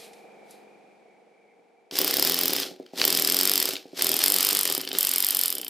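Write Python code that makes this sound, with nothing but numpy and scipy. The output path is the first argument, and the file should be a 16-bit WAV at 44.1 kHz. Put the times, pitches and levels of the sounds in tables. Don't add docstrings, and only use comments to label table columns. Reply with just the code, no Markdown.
import sys
import numpy as np
from scipy import signal
from scipy.fft import rfft, irfft
from scipy.io import wavfile
from scipy.ndimage import uniform_filter1d

SR = 44100
rng = np.random.default_rng(int(sys.argv[2]) if len(sys.argv) > 2 else 0)


def unload_wav(signal):
    wavfile.write(
        sys.argv[1],
        SR,
        np.round(np.clip(np.atleast_2d(signal).T, -1, 1) * 32767).astype(np.int16),
    )


N = 250929
SIZE = 2048
HZ, T = np.fft.rfftfreq(SIZE, 1 / SR), np.arange(N) / SR
TILT_OCTAVES = np.log2(np.maximum(HZ, 1500) / 6000)

# time_s, strokes_per_s
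PISTON_PACE = [
    [(1.9879, 38.8), (2.05, 29.9), (2.21, 37.0)],
    [(2.2252, 41.1), (2.44, 45.1), (2.56, 31.8), (2.61, 22.9)],
    [(3.0514, 35.4), (3.12, 44.0), (3.27, 37.6), (3.31, 43.6), (3.55, 49.8), (3.67, 29.9), (3.74, 16.6)],
    [(4.0221, 44.4), (4.14, 39.7), (4.22, 42.0)],
    [(4.239, 44.9), (4.3, 51.8), (4.38, 43.7), (4.44, 49.7), (4.61, 48.9), (4.76, 36.7), (4.79, 28.3),
     (4.94, 23.5)],
    [(4.9863, 43.7), (5.04, 50.2), (5.12, 43.1), (5.3, 50.1), (5.43, 43.9), (5.51, 45.2), (5.56, 32.7),
     (5.69, 28.9)],
]
# open_s, attack_s, ease_off_s, release_s,
# hiss_db, hiss_after_db, puff_db, puff_after_db
VALVE_OPENINGS = [(1.91, 0.044, 2.632, 0.16, -32.5, -63.5, -31, -63),
                  (2.921, 0.072, 3.723, 0.14, -32.5, -60.5, -32.5, -68),
                  (3.932, 0.056, 4.75, 0.187, -32.5, -53, -36.5, -39.5),
                  (4.9, 0.03, 5.45, 0.19, -36, -52.5, -48, -45)]
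AIR_ON_S = VALVE_OPENINGS[0][0]
# time_s, level_db
HUM_FADE = [(.55, -51), (.95, -56), (1.3, -59), (1.85, -62)]


def chisel(level_db=22.0, lead_s=.00035, drift=0.0025, uneven_db=1.45):
    # pitch_hz, width_hz, corner_db, half_edge_db, full_edge_db
    resonances = [(1140, 420, 2.5, 0, 1), (1980, 660, 2, -1.5, -2.5), (3390, 530, 5.5, 5.5, 6.5),
                  (4460, 170, 6, 8.5, 2), (5074, 470, 13, 14.5, 11.5), (7660, 200, 5, 11, 8.5),
                  (8340, 1150, 0, 6, 10.5), (9790, 260, 7, 8, 12), (10520, 164, -8, 5, 13.5),
                  (11930, 1100, 9.5, 4, -5), (12180, 470, 0, 7.5, 14), (13040, 630, 3, 12.5, 13.5),
                  (13700, 280, 5, 0, -3), (14580, 280, 17, 9, 14.5)]
    # pitch_hz, width_hz, gain_db
    ring_eq = [(1560, 200, -2.5), (2570, 330, -6.5), (3960, 150, 5), (7840, 91, -23), (9160, 120, -4),
               (11740, 110, -2)]
    # time_s, share (0-1)
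    seating = [(2.55, 0.06), (3.05, 0.47), (3.6, 0.58), (4.05, 0.94), (5.47, 0.97)]
    out = np.zeros(N)
    hz, width, corner_db, half_db, edge_db = np.transpose(resonances)
    eq_db = sum(db / (1 + (2 * (HZ - f) / w) ** 2) for f, w, db in ring_eq)
    for s, db, brightness in blows():
        seat = np.clip(curve(seating, s), 0, 1)
        mix_db = half_db + abs(2 * seat - 1) * ((edge_db if seat > .5 else corner_db) - half_db)
        pull, damp = rng.standard_normal((2, len(hz)))
        offset_hz = HZ[:, None] - hz * (1 + drift * pull)
        peaks = 1 / (1 + (offset_hz / (0.87 * width)) ** 2) ** 2
        body_db = 10 * np.log10(peaks @ amp(mix_db + uneven_db * damp) ** 2) + eq_db
        add(out, s - lead_s, amp(db + level_db) * ring(strike(), body_db + brightness * TILT_OCTAVES))
    return out


def strike(contact_s=0.0007, smear_s=0.0002, scatter_s=0.0029, scatter_db=-5.5):
    delay_s = contact_s + smear_s * unit_rms(uniform_filter1d(rng.standard_normal(len(HZ)), size=70))
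    click = irfft(np.exp(-2j * np.pi * np.cumsum(delay_s) * HZ[1]))
    t = T[:SIZE]
    scatter = rng.standard_normal(SIZE) * np.clip(t / contact_s - 1, 0, 1) * np.exp(-t / scatter_s)
    return click + amp(scatter_db) * scatter / np.linalg.norm(scatter)


def blows(bite_s=0.035, lift_s=0.041, glance_db=-8, uneven_db=0.7, tilt_per_db=0.082):
    # level_db, bite_db, lean_db_per_s, lift_db, tilt_db_per_octave
    pushes = [(-20, 6, 9, 0, 0.7), (-19.5, 5.5, 7, -5, 0.4), (-17.5, 4, 1.5, -8.5, 0.64),
              (-19, 4.5, 9, -2, 0.5), (-17, 2.5, -3, 9.5, 0), (-20, 6.5, 9, 2.5, 2)]
    glances = [2.368, 2.506, 4.215, 4.85, 5.329]
    rows = []
    for pace, (level, bite, lean, lift, tilt) in zip(PISTON_PACE, pushes):
        s = strokes(pace)
        supply_db, _ = air(s)
        glancing = abs(s[:, None] - glances).min(axis=1) < .5 / curve(pace, s)
        db = bite * np.exp((s[0] - s) / bite_s) + lean * (s - s[0]) + lift * np.exp((s - s[-1]) / lift_s)
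        db += supply_db - np.median(supply_db)
        db += glance_db * glancing + uneven_db * rng.standard_normal(len(s))
        rows += zip(s, level + db, tilt + tilt_per_db * db)
    return rows


def strokes(pace):
    t = np.arange(pace[0][0], pace[-1][0], 1 / SR)
    turns = np.cumsum(curve(pace, t)) / SR
    return np.interp(np.arange(turns[-1]), turns, t)


def cycles(longest_s=.036):
    start = np.concatenate([strokes(pace) for pace in PISTON_PACE])
    return start, np.minimum(np.diff(start, append=start[-1] + 1), longest_s)


def free_cycles(period_s=.027):
    start = np.arange(AIR_ON_S, T[-1], period_s)
    start = start[abs(start[:, None] - cycles()[0]).min(axis=1) > period_s]
    return start, np.full(len(start), period_s)


def air(t, crack_open_db=-48):
    arch_db, sag_db_per_s = np.array([1.5, -0.5]), np.array([2, 9.5])
    rows = [(AIR_ON_S, crack_open_db, crack_open_db)]
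    for opens, attack, eases, release, hiss, hiss_after, puff, puff_after in VALVE_OPENINGS:
        full_db, held_s = np.array([hiss, puff]), eases - opens - attack
        rows.append((opens, *rows[-1][1:]))
        for share in np.linspace(0, 1, 9):
            held_db = full_db + arch_db * np.sin(np.pi * share) - sag_db_per_s * share * held_s
            rows.append((opens + attack + share * held_s, *held_db))
        rows.append((eases + release, hiss_after, puff_after))
    return curve(rows, t), curve(rows, t, column=2)


def exhaust(throb_db=2, open_share=0.81, flutter_db=3.0, split_hz=6500, dulling=0.3):
    # frequency_hz, gain_db
    jet_eq = [(80, -53), (170, -12), (300, -1.5), (800, -5.5), (1200, -5.5), (3200, 2), (5000, 4.5),
              (6800, -3), (11000, -5.5), (14700, -3.5), (15900, -37)]
    start, _ = cycles()
    jet_db, _ = air(T)
    turns = np.interp(T, start, np.arange(len(start)))
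    throb = throb_db * np.cos(2 * np.pi * (turns - open_share))
    flutter = flutter_db * unit_rms(uniform_filter1d(rng.standard_normal(N), size=200))
    hiss = coloured(rng.standard_normal(N), jet_eq)
    dull = signal.sosfiltfilt(signal.butter(2, split_hz, fs=SR, output="sos"), hiss)
    treble = amp(dulling * (jet_db - jet_db.max())) * (hiss - dull)
    return (T > AIR_ON_S) * amp(jet_db + throb + flutter) * (dull + treble)


def puffs(puff_db=24, thud_db=19, uneven_db=1.96, delay_s=0.00051, swirl_s=0.0035,
          late_s=3.9, late_pitch=1.026):
    # cycle_share, level_db
    ports = [(0, -1.5), (0.308, -13), (.52, 0), (.79, -10)]
    # start_s, level_db
    thuds = [(1.586, -56), (1.919, -33.5), (2.193, -26), (2.709, -31), (2.795, -30.5), (2.931, -30.5),
             (3.684, -26.5), (3.728, -31), (3.851, -41.5), (3.928, -29.5), (4.698, -27.5), (4.774, -26.5)]
    # frequency_hz, gain_db
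    puff_eq = [(50, -49), (95, -29), (135, -15), (165, -8.5), (215, -6.5), (275, 3.5), (390, 3),
               (490, -1.5), (800, -7.5), (1100, -36), (4000, -44)]
    start, length = np.hstack([cycles(), free_cycles()])
    strength_db = air(start)[1] + waver(start + length / 2) + puff_db
    pulses = [pulse for share, db in ports for pulse in zip(start + share * length, strength_db + db)]
    pulses += [(s + 0.00381, db + thud_db) for s, db in thuds]
    force, impulse, fade = np.zeros(N), signal.unit_impulse(SIZE), np.exp(-T[:SIZE] / swirl_s)
    for s, db in pulses:
        gain = amp(db + uneven_db * rng.standard_normal())
        swirl = rng.standard_normal(SIZE) * fade
        add(force, s + delay_s, gain * (impulse + .5 * swirl / np.linalg.norm(swirl)))
    late = T > late_s
    return sum(signal.oaconvolve(part, ring(impulse, spectrum(puff_eq, HZ / pitch)))[:N]
               for part, pitch in [(force * ~late, 1), (force * late, late_pitch)])


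def waver(t, depth_db=4, from_s=4.1, crest_s=4.53, rate_hz=4.8):
    return depth_db * (t > from_s) * np.cos(2 * np.pi * rate_hz * (t - crest_s))


def knocks(rattle_db=15, return_db=3.0, return_share=.55, spread_db=5.5):
    # start_s, level_db
    rattles = [(1.9113, -27), (2.6323, -19.5), (2.863, -40.5), (2.99, -31), (2.999, -18), (3.015, -7.5),
               (3.04, -11.5), (3.7658, -22), (4.0104, -17), (4.8748, -19.5), (4.9149, -19), (4.95, -20.5),
               (5.666, -29)]
    # frequency_hz, gain_db
    knock_eq = [(100, -25), (1200, -11), (2700, -4.5), (3100, 0.5), (3600, -3.5), (4800, -3), (7000, -20),
                (16000, -26)]
    out, body_db = np.zeros(N), spectrum(knock_eq, HZ)
    start, length = cycles()
    accent_db = spread_db * np.minimum(rng.standard_normal(len(start)), 1.3)
    back_db = .5 * air(start)[0] + return_db + accent_db
    hits = [(s, db + rattle_db) for s, db in rattles] + list(zip(start + return_share * length, back_db))
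    forces = chatter(len(hits), likeness=0.43, contact_s=0.00034, scatter_db=-0.5, scatter_s=0.0017)
    for (s, db), force in zip(hits, forces):
        add(out, s, amp(db) * ring(force, body_db))
    return out


def shank(ring_hz=3090, decay_s=0.0027, level_db=-33, return_share=.5, spread_db=2.5):
    out, t = np.zeros(N), T[:SIZE]
    start, length = cycles()
    for s in np.concatenate([start, start + return_share * length]):
        strength, pull = rng.standard_normal(2)
        ping = np.exp(-t / decay_s) * np.sin(2 * np.pi * ring_hz * (1 + 0.0071 * pull) * t)
        add(out, s, amp(level_db + spread_db * strength) * ping)
    return out


def scrapes():
    # start_s, level_db, tilt_db_per_octave
    touches = [(.131, -28, -4.5), (.506, -24, 8)]
    # frequency_hz, gain_db
    scrape_eq = [(800, -22), (3000, 0), (11000, 2), (14000, -23), (15500, -45)]
    out = np.zeros(N)
    forces = chatter(len(touches), likeness=0, contact_s=0.007, scatter_db=-2, scatter_s=0.014,
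                     rise_s=0.0025)
    for (s, db, tilt), force in zip(touches, forces):
        add(out, s, amp(db) * ring(force, spectrum(scrape_eq, HZ) + tilt * TILT_OCTAVES))
    return out


def leak():
    # time_s, level_db
    swells = [(.05, -49.5), (.11, -62.5), (.19, -63), (.29, -76.5), (.43, -80), (.52, -56.5), (.58, -66),
              (.68, -81), (1.2, -91)]
    # frequency_hz, gain_db
    leak_eq = [(100, -8), (600, -6.5), (4200, 11), (6200, 3), (11000, 4), (13500, 1), (15500, -49)]
    return amp(curve(swells, T)) * coloured(rng.standard_normal(N), leak_eq)


def whistle(width_hz=210):
    # time_s, pitch_hz, level_db
    line = [(.1, 2410, -61), (.46, 2310, -65.5), (.55, 2370, -67), (.92, 2390, -66), (1.04, 2290, -73),
            (1.13, 2220, -65), (1.23, 2290, -76), (1.41, 2320, -72), (1.51, 2200, -66.5), (1.6, 2330, -76)]
    pole = np.exp(-np.pi * width_hz / SR)
    noise = rng.standard_normal(N) + 1j * rng.standard_normal(N)
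    breath = signal.lfilter([1], [1, -2 * pole, pole * pole], noise)
    carrier = np.exp(2j * np.pi * np.cumsum(curve(line, T)) / SR)
    return amp(curve(line, T, column=2)) * unit_rms((breath * carrier).real)


def hum(turns_per_s=23.32):
    # frequency_hz, gain_db
    hum_eq = [(45, -44), (120, -23.5), (205, -1.5), (245, -6.5), (470, 3), (570, -4.5), (780, 2.5),
              (1050, -16), (1850, -17.5), (2300, -13), (2800, -22.5), (10000, -35.5), (14000, -51)]
    # pitch_hz, level_db
    partials = [(210, -14), (466, -6)]
    noise = rng.standard_normal(round(SR / turns_per_s))
    one_turn = irfft(np.exp(1j * np.angle(rfft(noise))), len(noise))
    churn = coloured(np.resize(one_turn, N), hum_eq)
    tones = sum(amp(db) * unit_rms(np.sin(2 * np.pi * hz * T)) for hz, db in partials)
    rush = coloured(rng.standard_normal((2, N)), hum_eq)
    return amp(curve(HUM_FADE, T)) * unit_rms(churn + tones + rush)


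def idle_taps(per_s=14, tap_hz=500, decay_s=0.0023, level_db=5, spread_db=3):
    out, t = np.zeros(N), T[:SIZE]
    envelope = t / decay_s * np.exp(1 - t / decay_s)
    for place, pitch, strength in rng.random((round(per_s * T[-1]), 3)):
        s = place * T[-1]
        tap = envelope * np.sin(2 * np.pi * tap_hz * 2 ** (pitch - .5) * t)
        add(out, s, amp(curve(HUM_FADE, s) + level_db + spread_db * np.log(strength + 0.066)) * tap)
    return out


def workshop(send, predelay_s=0.0047):
    # frequency_hz, t60_s
    decay = [(3500, 0.23), (14000, 0.15)]
    hz, t, noise = signal.stft(rng.standard_normal(SR // 2), SR)
    _, tail = signal.istft(noise * amp(-60 * t / spectrum(decay, hz)[:, None]), SR)
    tail *= np.clip(T[:len(tail)] / predelay_s - 1, 0, 1)
    return signal.fftconvolve(send, tail / np.linalg.norm(tail))[:N]


def chatter(count, likeness, contact_s, scatter_db, scatter_s, rise_s=0.0005):
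    t = T[:SIZE // 2]
    fresh = rng.standard_normal((count + 1, len(t)))
    noise, _ = signal.lfilter([np.sqrt(1 - likeness ** 2)], [1, -likeness], fresh[1:], axis=0,
                              zi=likeness * fresh[:1])
    attack = np.minimum(t / rise_s, 1) ** 2
    return noise * attack * (np.exp(-(t / contact_s) ** 2) + amp(scatter_db) * np.exp(-t / scatter_s))


def ring(force, body_db):
    log_gain = np.log(amp(np.maximum(body_db, np.max(body_db) - 90)))
    mirrored = np.concatenate([log_gain, log_gain[-2:0:-1]])
    body = np.exp(np.conj(signal.hilbert(mirrored)))[:len(HZ)]
    sound = irfft(rfft(force, SIZE) * body)
    return sound / np.linalg.norm(sound)


def coloured(x, eq):
    return unit_rms(irfft(rfft(x) * amp(spectrum(eq, np.fft.rfftfreq(N, 1 / SR))), N))


def spectrum(points, hz):
    f, value = np.transpose(points)
    return np.interp(np.log(hz + 1), np.log(f + 1), value)


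def curve(rows, t, column=1):
    rows = np.asarray(rows, float)
    return np.interp(t, rows[:, 0], rows[:, column])


def add(mix, s, sound):
    part = mix[max(round(s * SR), 0):][:len(sound)]
    part += sound[:len(part)]


def amp(db):
    return 10 ** (np.asarray(db) / 20)


def unit_rms(x):
    return x / np.sqrt(np.mean(x ** 2) + 1e-20)


def tool():
    steel, hammer, low = chisel(), knocks() + shank() + exhaust(), puffs()
    send = amp(-13) * steel + amp(-12) * hammer + amp(-7) * low
    return steel + hammer + low + leak() + whistle() + scrapes() + workshop(send)


def scene():
    # frequency_hz, gain_db
    side_eq = [(55, -1), (150, -8.5), (330, -13.5), (1000, -7), (3500, -19), (9000, -12.5)]
    side_gain = amp(spectrum(side_eq, np.fft.rfftfreq(N, 1 / SR)))
    mid = tool()
    side = irfft(1j * rfft(tool()) * side_gain, N)
    return np.array([mid + side, mid - side]) + hum() + idle_taps()


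def record(dry):
    low_cut_hz, high_cut_hz = 55, 16100
    lean = signal.sosfilt(signal.butter(2, low_cut_hz, "highpass", fs=SR, output="sos"), dry)
    high_cut = signal.firwin(255, high_cut_hz, window=("kaiser", 8), fs=SR)
    return signal.oaconvolve(lean, high_cut[None], "same")


dry = scene()
out = record(dry)
unload_wav(out)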